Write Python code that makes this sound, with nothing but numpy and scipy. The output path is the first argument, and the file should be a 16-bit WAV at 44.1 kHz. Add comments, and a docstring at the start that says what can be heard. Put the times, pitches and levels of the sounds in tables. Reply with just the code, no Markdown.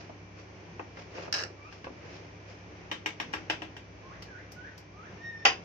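"""A food processor is handled in a tiled, reverberant kitchen, over mains hum and room noise.
First hands rub and bump the bowl, and the plastic lid knocks once, then creaks by stick-slip friction.
A far bird calls. From about 3 s the lid clicks round notch by notch, each impact exciting its modes,
and a faint rumble swells and fades. The bird whistles again among light plastic ticks. Last, near
5.5 s, the catch snaps shut and sets the housing and its steel spring ringing."""
import sys
import numpy as np
from scipy import signal
from scipy.fft import rfft, irfft, next_fast_len
from scipy.io import wavfile
from scipy.ndimage import map_coordinates

SR = 44100
rng = np.random.default_rng(int(sys.argv[2]) if len(sys.argv) > 2 else 0)


def put_to_file(sound):
    """Save the sound as 16-bit audio at rate SR, in the file named by the first command-line argument."""
    columns = np.atleast_2d(sound).T  # one column per channel
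    safe = np.clip(columns, -1, 1)
    whole_steps = np.round(safe * 32767)
    wavfile.write(sys.argv[1], SR, whole_steps.astype(np.int16))


N = 248724

# left-right correlation of the diffuse field: frequency_hz, correlation
COHERENCE = [(100, 0.85), (290, 0.96), (640, 0.4), (1400, -0.22), (3000, 0.15), (15000, -0.21)]


def catch():
    """Impact excitation: the catch hits twice, and the second hit rings the housing and steel spring."""
    # the two hits: start_s, level_db, tilt_db_per_octave
    hits = [(5.4515, -4.5, 2), (5.4555, -8.5, 0.5)]
    # contact spectrum: frequency_hz, level_db
    spectrum = [(120, -24), (300, -17.5), (480, -2), (720, -4), (1150, -1.5), (1900, -3), (2900, 0),
                (4100, -18), (5200, -11), (6400, -16.5), (7500, -32.5), (15000, -27)]
    # modes of housing and spring: frequency_hz, level_db, t60_s
    modes = [(456, -9, .26), (703, -5, .22), (771, -4, .23), (970, -11, .25), (1110, -10, .21),
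             (1361, -2, .17), (1647, -9, .22), (1932, 0, .15), (1982, -2, .15), (2078, -5, .12),
             (2407, -4, .14), (2603, -2, .17), (2859, -4, .16), (2923, -3, .17), (3149, -11, .18),
             (3725, -12, .17), (4823, -6, .18), (4965, -6, .19), (5021, -1, .2), (6223, -17, .17),
             (6470, -15, .17)]
    crack = kitchen(amp(-3) * cracks(hits, spectrum, t60_s=0.039), wet_db=-4.5, onset_s=0.005)
    return crack + kitchen(amp(-4.5) * rings(hits[-1:], modes), wet_db=-36)


def lid():
    """Modal vibration: the lid rings from one early knock, then from its notches clicking round."""
    # lid clicks, the knock first and then the notches: start_s, level_db, tilt_db_per_octave
    clicks = [(.794, -38.5, -4.5), (2.914, -22, 1), (3.0595, -19, 2), (3.1995, -22.5, 0.5), (3.336, -21, 0),
              (3.498, -17, 1), (3.619, -28.5, -0.5), (3.766, -34, 1.5)]
    # contact spectrum: frequency_hz, level_db
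    spectrum = [(120, -20), (260, 2.5), (560, -2), (880, -3.5), (1200, -3), (1900, 0.5), (3100, 0),
                (4100, -13.5), (5800, -12), (7000, -23), (15000, -14)]
    # lid modes: frequency_hz, level_db, t60_s
    modes = [(313, -3.5, 0.16), (494, -10, 0.053), (858, 2, 0.073), (974, -1.5, 0.071), (1630, -0.5, 0.079),
             (1870, 7, 0.035), (2200, -19, .05), (2457, 0.5, 0.038), (2895, 6.5, 0.027), (3055, -3, 0.04),
             (3720, -13, 0.073), (4890, -18, 0.036), (5480, -11.5, 0.046), (5780, -19, 0.072)]
    crack = kitchen(amp(-2.5) * cracks(clicks, spectrum, t60_s=0.032), wet_db=0.5, onset_s=0.0037)
    return crack + kitchen(rings(clicks, modes), wet_db=-9.5)  # the ring is mostly direct sound


def creak():
    """Stick-slip friction: the rim releases in a fast train of small slips between a few hard jerks."""
    # hard jerks: start_s, level_db, tilt_db_per_octave
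    jerks = [(1.326, -13, 4.5), (1.34, -17, 4.5), (1.347, -23, 2.5), (1.4245, -26, 0), (1.4355, -20, 1.5),
             (1.456, -35, -7)]
    # course of the slipping: time_s, slips_per_s, level_db
    course = [(1.333, 190, -21), (1.355, 173, -21.5), (1.39, 178, -23.5), (1.419, 160, -26)]
    # contact spectrum: frequency_hz, level_db
    spectrum = [(150, -34), (500, 0.5), (1000, -6), (1650, 5), (2200, -8), (2750, 1), (3400, -15.5),
                (4500, -3.5), (5400, 2.5), (6600, -14), (9000, -18.5), (15000, -20)]
    # rim modes: frequency_hz, level_db, t60_s
    modes = [(1550, -7, 0.031), (1773, -3.5, 0.025), (2760, -3, 0.015), (4007, -6.5, 0.024),
             (4900, -7, 0.0077), (5320, -11, 0.041)]
    rate, db = curves(course)
    start, end = round(course[0][0] * SR), round(course[-1][0] * SR)
    slip_count = np.floor(np.cumsum(rate[start:end]) / SR)
    onsets = start + np.flatnonzero(np.diff(slip_count))
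    scatter = rng.standard_normal((len(onsets), 2)) * [0.0001, 0.5]
    slips = [(i / SR + late_s, db[i] + extra_db, 0) for i, (late_s, extra_db) in zip(onsets, scatter)]
    hits = jerks + slips
    return kitchen(cracks(hits, spectrum, t60_s=0.016) + amp(-7) * rings(hits, modes), wet_db=-8.5)


def bumps():
    """Damped resonance: soft knocks on the full bowl excite its modes with little treble."""
    # knocks: start_s, level_db, tilt_db_per_octave
    knocks = [(.096, -35.5, -6.5), (.795, -28, 1.5), (1.181, -34.5, -2), (1.2785, -31, -3.5),
              (1.501, -36.5, -11), (1.868, -30, -3), (1.902, -40, -10)]
    # contact spectrum: frequency_hz, level_db
    spectrum = [(120, -28), (330, 8.5), (1000, 8), (1700, -3.5), (2800, -17), (4000, -35.5), (6000, -29),
                (15000, -92)]
    # bowl modes: frequency_hz, level_db, t60_s
    modes = [(337, -7.5, 0.36), (407, -20, 0.23), (550, -8.5, 0.097), (700, 15, 0.02), (1014, -5, 0.096),
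             (1150, 8, 0.029), (2590, 17.5, 0.017)]
    thud = amp(-3) * cracks(knocks, spectrum, t60_s=0.07)
    return kitchen(thud + amp(-1) * rings(knocks, modes), wet_db=-9.5)


def ticks():
    """Contact transients: small plastic parts touch without ringing."""
    # light touches: start_s, level_db, tilt_db_per_octave
    touches = [(.97, -37.5, -6.5), (1.252, -39, -7), (1.7245, -40, -4), (1.8425, -34.5, -6), (3.33, -36, 3),
               (4.222, -34.5, 3.5), (4.518, -28, 11.5), (4.778, -33, 9)]
    # contact spectrum: frequency_hz, level_db
    spectrum = [(150, -17.5), (500, -1), (1500, 8.5), (2800, 7), (3800, -0.5), (5200, 6.5), (7000, -11),
                (10000, -5.5), (15000, -5)]
    return kitchen(amp(-0.5) * cracks(touches, spectrum, t60_s=0.045), wet_db=-3.5)


def rubbing():
    """Sliding friction: skin drags on plastic in uneven grips, pressing in quickly and easing off."""
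    # hand strokes: firmest_s, length_s, body_db, hiss_db
    strokes = [(.01, 0.15, -49.5, -54), (0.398, 0.18, -52, -57.5), (1, 0.18, -46.5, -53.5),
               (1.177, 0.19, -40.5, -49.5), (1.234, .1, -41, -48.5), (1.433, 0.14, -42.5, -63),
               (1.743, 0.56, -61, -59), (2.067, 0.48, -50, -62), (2.142, 0.22, -51.5, -53),
               (2.502, 0.25, -51, -57.5)]
    # low band of the friction noise: frequency_hz, level_db
    body_spectrum = [(120, -45), (300, 5.5), (550, 6.5), (900, -5), (1500, -3), (2700, -4), (4000, -48.5),
                     (8000, -60)]
    # high band of the friction noise: frequency_hz, level_db
    hiss_spectrum = [(1000, -24), (2800, 3), (3800, -3.5), (5300, 2.5), (6800, -8), (9000, -41),
                     (15000, -12.5)]
    press_share, edge_drop_db = 0.4, 18.5  # share of a stroke spent pressing in; drop at its ends
    t, body, hiss = np.arange(N) / SR, np.zeros(N), np.zeros(N)
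    for firmest_s, length_s, body_db, hiss_db in strokes:
        away = np.maximum((firmest_s - t) / press_share, (t - firmest_s) / (1 - press_share)) / length_s
        pressure = amp(-edge_drop_db * away)
        body = np.hypot(body, amp(body_db) * pressure)  # strokes add in power
        hiss = np.hypot(hiss, amp(hiss_db) * pressure)
    grip = unit(amp(1.6 * wobble(rate_hz=160)))
    return grip * (body * diffuse(N, body_spectrum) + hiss * diffuse(N, hiss_spectrum))


def bird():
    """A distant source: five calls and one long note arrive mostly by reflection."""
    # gliding calls: flick_s, glide_s, pitch_hz, glide_octaves_per_s, flick_octaves, level_db, overtone_db
    chirps = [(1.643, .07, 1175, 0.6, 0.24, -54, -1.5), (4.108, 0.076, 1135, 2, 0.89, -52, -17),
              (4.356, .075, 1432, -3, 0.59, -50, -26), (4.631, .065, 1499, 0.6, .38, -47, -23),
              (5.025, .1, 1323, 2.5, .5, -51, -16)]
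    # course of the long note: time_s, pitch_hz, level_db
    long_note = [(5.18, 1785, -55), (5.225, 1836, -51), (5.25, 1861, -42.5), (5.32, 1818, -50),
                 (5.4, 1780, -46), (5.445, 1866, -54)]
    # its overtones: harmonic_number, level_db
    partials = [(2, -24), (3, -19)]
    calls = sum(whistle(chirp(*call), [(2, overtone_db)]) for *call, overtone_db in chirps)
    song = calls + whistle(long_note, partials)
    return amp(-2) * kitchen(np.array([song, song]), wet_db=5.5, decay_stretch=2.07)


def chirp(flick_s, glide_s, hz, octaves_per_s, flick_octaves, db):
    """Frequency sweep: the course of a call that swells along a glide, then flicks upward and fades."""
    swell_db_per_s, flick_length_s, flick_fade_db = 100, 0.048, 5
    return [(flick_s - glide_s, hz * 2 ** (-octaves_per_s * glide_s), db - swell_db_per_s * glide_s),
            (flick_s, hz, db),
            (flick_s + flick_length_s, hz * 2 ** flick_octaves, db - flick_fade_db)]


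def whistle(course, partials):
    """Harmonic series: a wavering tone and its overtones follow rows of time_s, pitch_hz, level_db."""
    hz, db = curves(course)
    edge_s = 0.007
    start_s, end_s = course[0][0] - edge_s, course[-1][0] + edge_s
    gate = swell(start_s, end_s - start_s, edge_s)
    on, note = gate > 0, np.zeros(N)
    wavering_hz = hz * (1 + 0.0042 * wobble(rate_hz=42))
    phase = 2 * np.pi * np.cumsum(wavering_hz[on]) / SR
    overtones = sum(amp(level) * np.sin(round(k) * phase) for k, level in partials)
    note[on] = gate[on] * amp(db[on]) * (np.sin(phase) + overtones)
    return note


def rumble():
    """Narrow-band noise: a faint low rumble comes and goes."""
    # rumble spectrum: frequency_hz, level_db
    spectrum = [(20, -29), (42, -27), (58, 16), (75, 0), (110, -21), (300, -60)]
    return amp(-60.5) * swell(start_s=3.27, length_s=1.2, edge_s=0.2) * diffuse(N, spectrum)


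def background():
    """Superposition: mains hum and wavering appliance tones add to the broadband noise of the room."""
    # hum tones: pitch_hz, level_db, waver_hz
    tones = [(68.9, -63, 3.7), (100.5, -55.5, 0.77), (175, -64.5, 4.16), (295, -64, 2.95), (2346, -71, 5.8)]
    # room noise spectrum: frequency_hz, level_db
    spectrum = [(21, -52), (35, -26), (50, -14), (92, -5.5), (123, -7.5), (173, -4.5), (248, -13),
                (372, -6.5), (416, -8.5), (1020, -15.5), (1280, -18.5), (2410, -17), (3870, -31),
                (6070, -26.5), (7600, -50), (9880, -97), (16700, -120)]
    hum = np.zeros(N)
    for hz, db, waver_hz in tones:
        phase = 2 * np.pi * np.cumsum(hz + waver_hz * wobble(rate_hz=12)) / SR
        hum += amp(db) * np.sqrt(2) * np.sin(phase)
    hum *= amp(0.89 * wobble(rate_hz=3.8))
    return hum + amp(-50 + 1.2 * wobble(rate_hz=4.87)) * diffuse(N, spectrum)


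def kitchen(x, wet_db, onset_s=0.0015, decay_stretch=1):
    """Reverberation: wall reflections build up behind the direct sound and die sooner in the treble."""
    # reverberation time: frequency_hz, t60_s
    decay = [(150, 0.65), (500, 0.23), (2000, 0.2), (5000, 0.22), (8000, 0.18), (14000, 0.096)]
    hz, t, bands = signal.stft(diffuse(size=SR // 2), SR, nperseg=256)
    t60_s = decay_stretch * along(decay, hz)[:, None]
    tail = signal.istft(bands * fade(t, t60_s), SR, nperseg=256)[1]
    tail *= 1 - np.exp(-(np.arange(tail.shape[1]) / SR / onset_s) ** 2)
    return x + amp(wet_db) * signal.fftconvolve(x, tail / np.linalg.norm(tail[0]), axes=1)[:, :N]


def cracks(hits, spectrum, t60_s):
    """Modal overlap: the dense, fast-dying modes of each contact merge into a burst of noise."""
    out, t = np.zeros((2, N)), np.arange(SR // 8) / SR
    envelope = fade(t, t60_s) * (1 - np.exp(-t / 0.0012))
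    for start_s, db, slope in hits:
        tilted = [(hz, level + tilt(hz, slope)) for hz, level in spectrum]
        add(out, start_s, amp(db) * envelope * diffuse(len(t), tilted))
    return out


def rings(hits, modes):
    """Free vibration: each contact starts the main modes as damped sines of slightly new strengths."""
    out, t = np.zeros((2, N)), np.arange(SR // 4) / SR
    hz, mode_db, t60_s = np.transpose(modes)[:, :, None]
    phase = stereo_angle(hz) * rng.choice([-1, 1], hz.shape)
    waves = np.sin(2 * np.pi * hz * t + np.array([phase, -phase]))
    waves *= fade(t, t60_s) * (1 - np.exp(-t / 0.00088))
    for start_s, db, slope in hits:
        strengths = amp(mode_db + tilt(hz, slope) + rng.standard_normal(hz.shape))
        strengths *= rng.choice([-1, 1], hz.shape)
        add(out, start_s, amp(db) * (waves * strengths).sum(axis=1) / np.linalg.norm(strengths))
    return out


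def tilt(hz, db_per_octave):
    """Spectral tilt in dB: harder contacts carry more treble."""
    return db_per_octave * np.log2(hz / 1500)


def diffuse(size, spectrum=((1, 0), (2, 0))):
    """Diffuse field: stereo noise of rms 1, coherent in the bass and nearly unrelated in the treble."""
    def response(hz):
        angle = stereo_angle(hz)
        return amp(along(spectrum, hz)) * [np.cos(angle), np.sin(angle)]
    mid, side = filtered(rng.standard_normal((2, size)), response)
    return unit(np.array([mid + side, mid - side]))


def stereo_angle(hz):
    """Half the left-right phase difference that gives the field's correlation."""
    return np.arccos(np.clip(along(COHERENCE, hz), -1, 1)) / 2


def amp(db):
    """Decibels to gain."""
    return 10 ** (np.asarray(db) / 20)


def unit(x):
    """Normalisation to rms 1."""
    return x / np.sqrt(np.mean(x ** 2) + 1e-20)


def along(points, hz):
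    """Interpolation of (frequency_hz, value) points on a log axis."""
    frequencies, values = np.transpose(points)
    return np.interp(np.log(hz + 1), np.log(frequencies + 1), values)


def curves(rows):
    """Linear interpolation: one value per sample for each column after the time."""
    times, *columns = np.transpose(rows)
    return [np.interp(np.arange(N) / SR, times, column) for column in columns]


def wobble(rate_hz):
    """Random modulation: a smooth curve through rate_hz knots a second."""
    knots = rng.standard_normal(int(N * rate_hz / SR) + 4)
    return map_coordinates(knots, [np.arange(N) * rate_hz / SR])


def filtered(x, response):
    """Linear filtering: the spectrum of x times a response of frequency."""
    n = x.shape[-1]
    padded = next_fast_len(n + 8192)
    return irfft(rfft(x, padded) * response(np.fft.rfftfreq(padded, 1 / SR)), padded)[..., :n]


def fade(t, t60_s):
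    """Exponential decay of 60 dB in t60_s."""
    return np.exp(-np.log(1000) * t / t60_s)


def swell(start_s, length_s, edge_s):
    """Trapezoidal envelope: the gain rises for edge_s, holds, and falls as fast."""
    t = np.arange(N) / SR - start_s
    return np.clip(np.minimum(t, length_s - t) / edge_s, 0, 1)


def add(out, start_s, sound):
    """Superpose a sound on out from start_s."""
    part = out[:, round(start_s * SR):][:, :sound.shape[-1]]
    part += sound[..., :part.shape[-1]]


def scene():
    """Level differences place the impacts slightly to the left and the creak to the right."""
    impacts = (lid() + catch() + bumps() + ticks()) * amp([[0.7], [-0.7]])
    return impacts + creak() * amp([[-0.5], [0.5]]) + rubbing() + bird() + rumble() + background()


def record(dry):
    """Band limiting: the microphone is dull in the top octave and passes nothing above it."""
    # microphone response: frequency_hz, gain_db
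    response = [(20, -10), (45, -1.5), (70, 0), (6300, 0), (7300, -1), (8500, -14.5), (10500, -21.5),
                (13500, -16), (15500, -29)]
    top_hz, edge_hz = 15700, 400
    band = lambda hz: np.clip((top_hz - hz) / edge_hz + 0.5, 0, 1)
    return filtered(dry, lambda hz: amp(along(response, hz)) * band(hz))


dry = scene()
out = record(dry)
put_to_file(out)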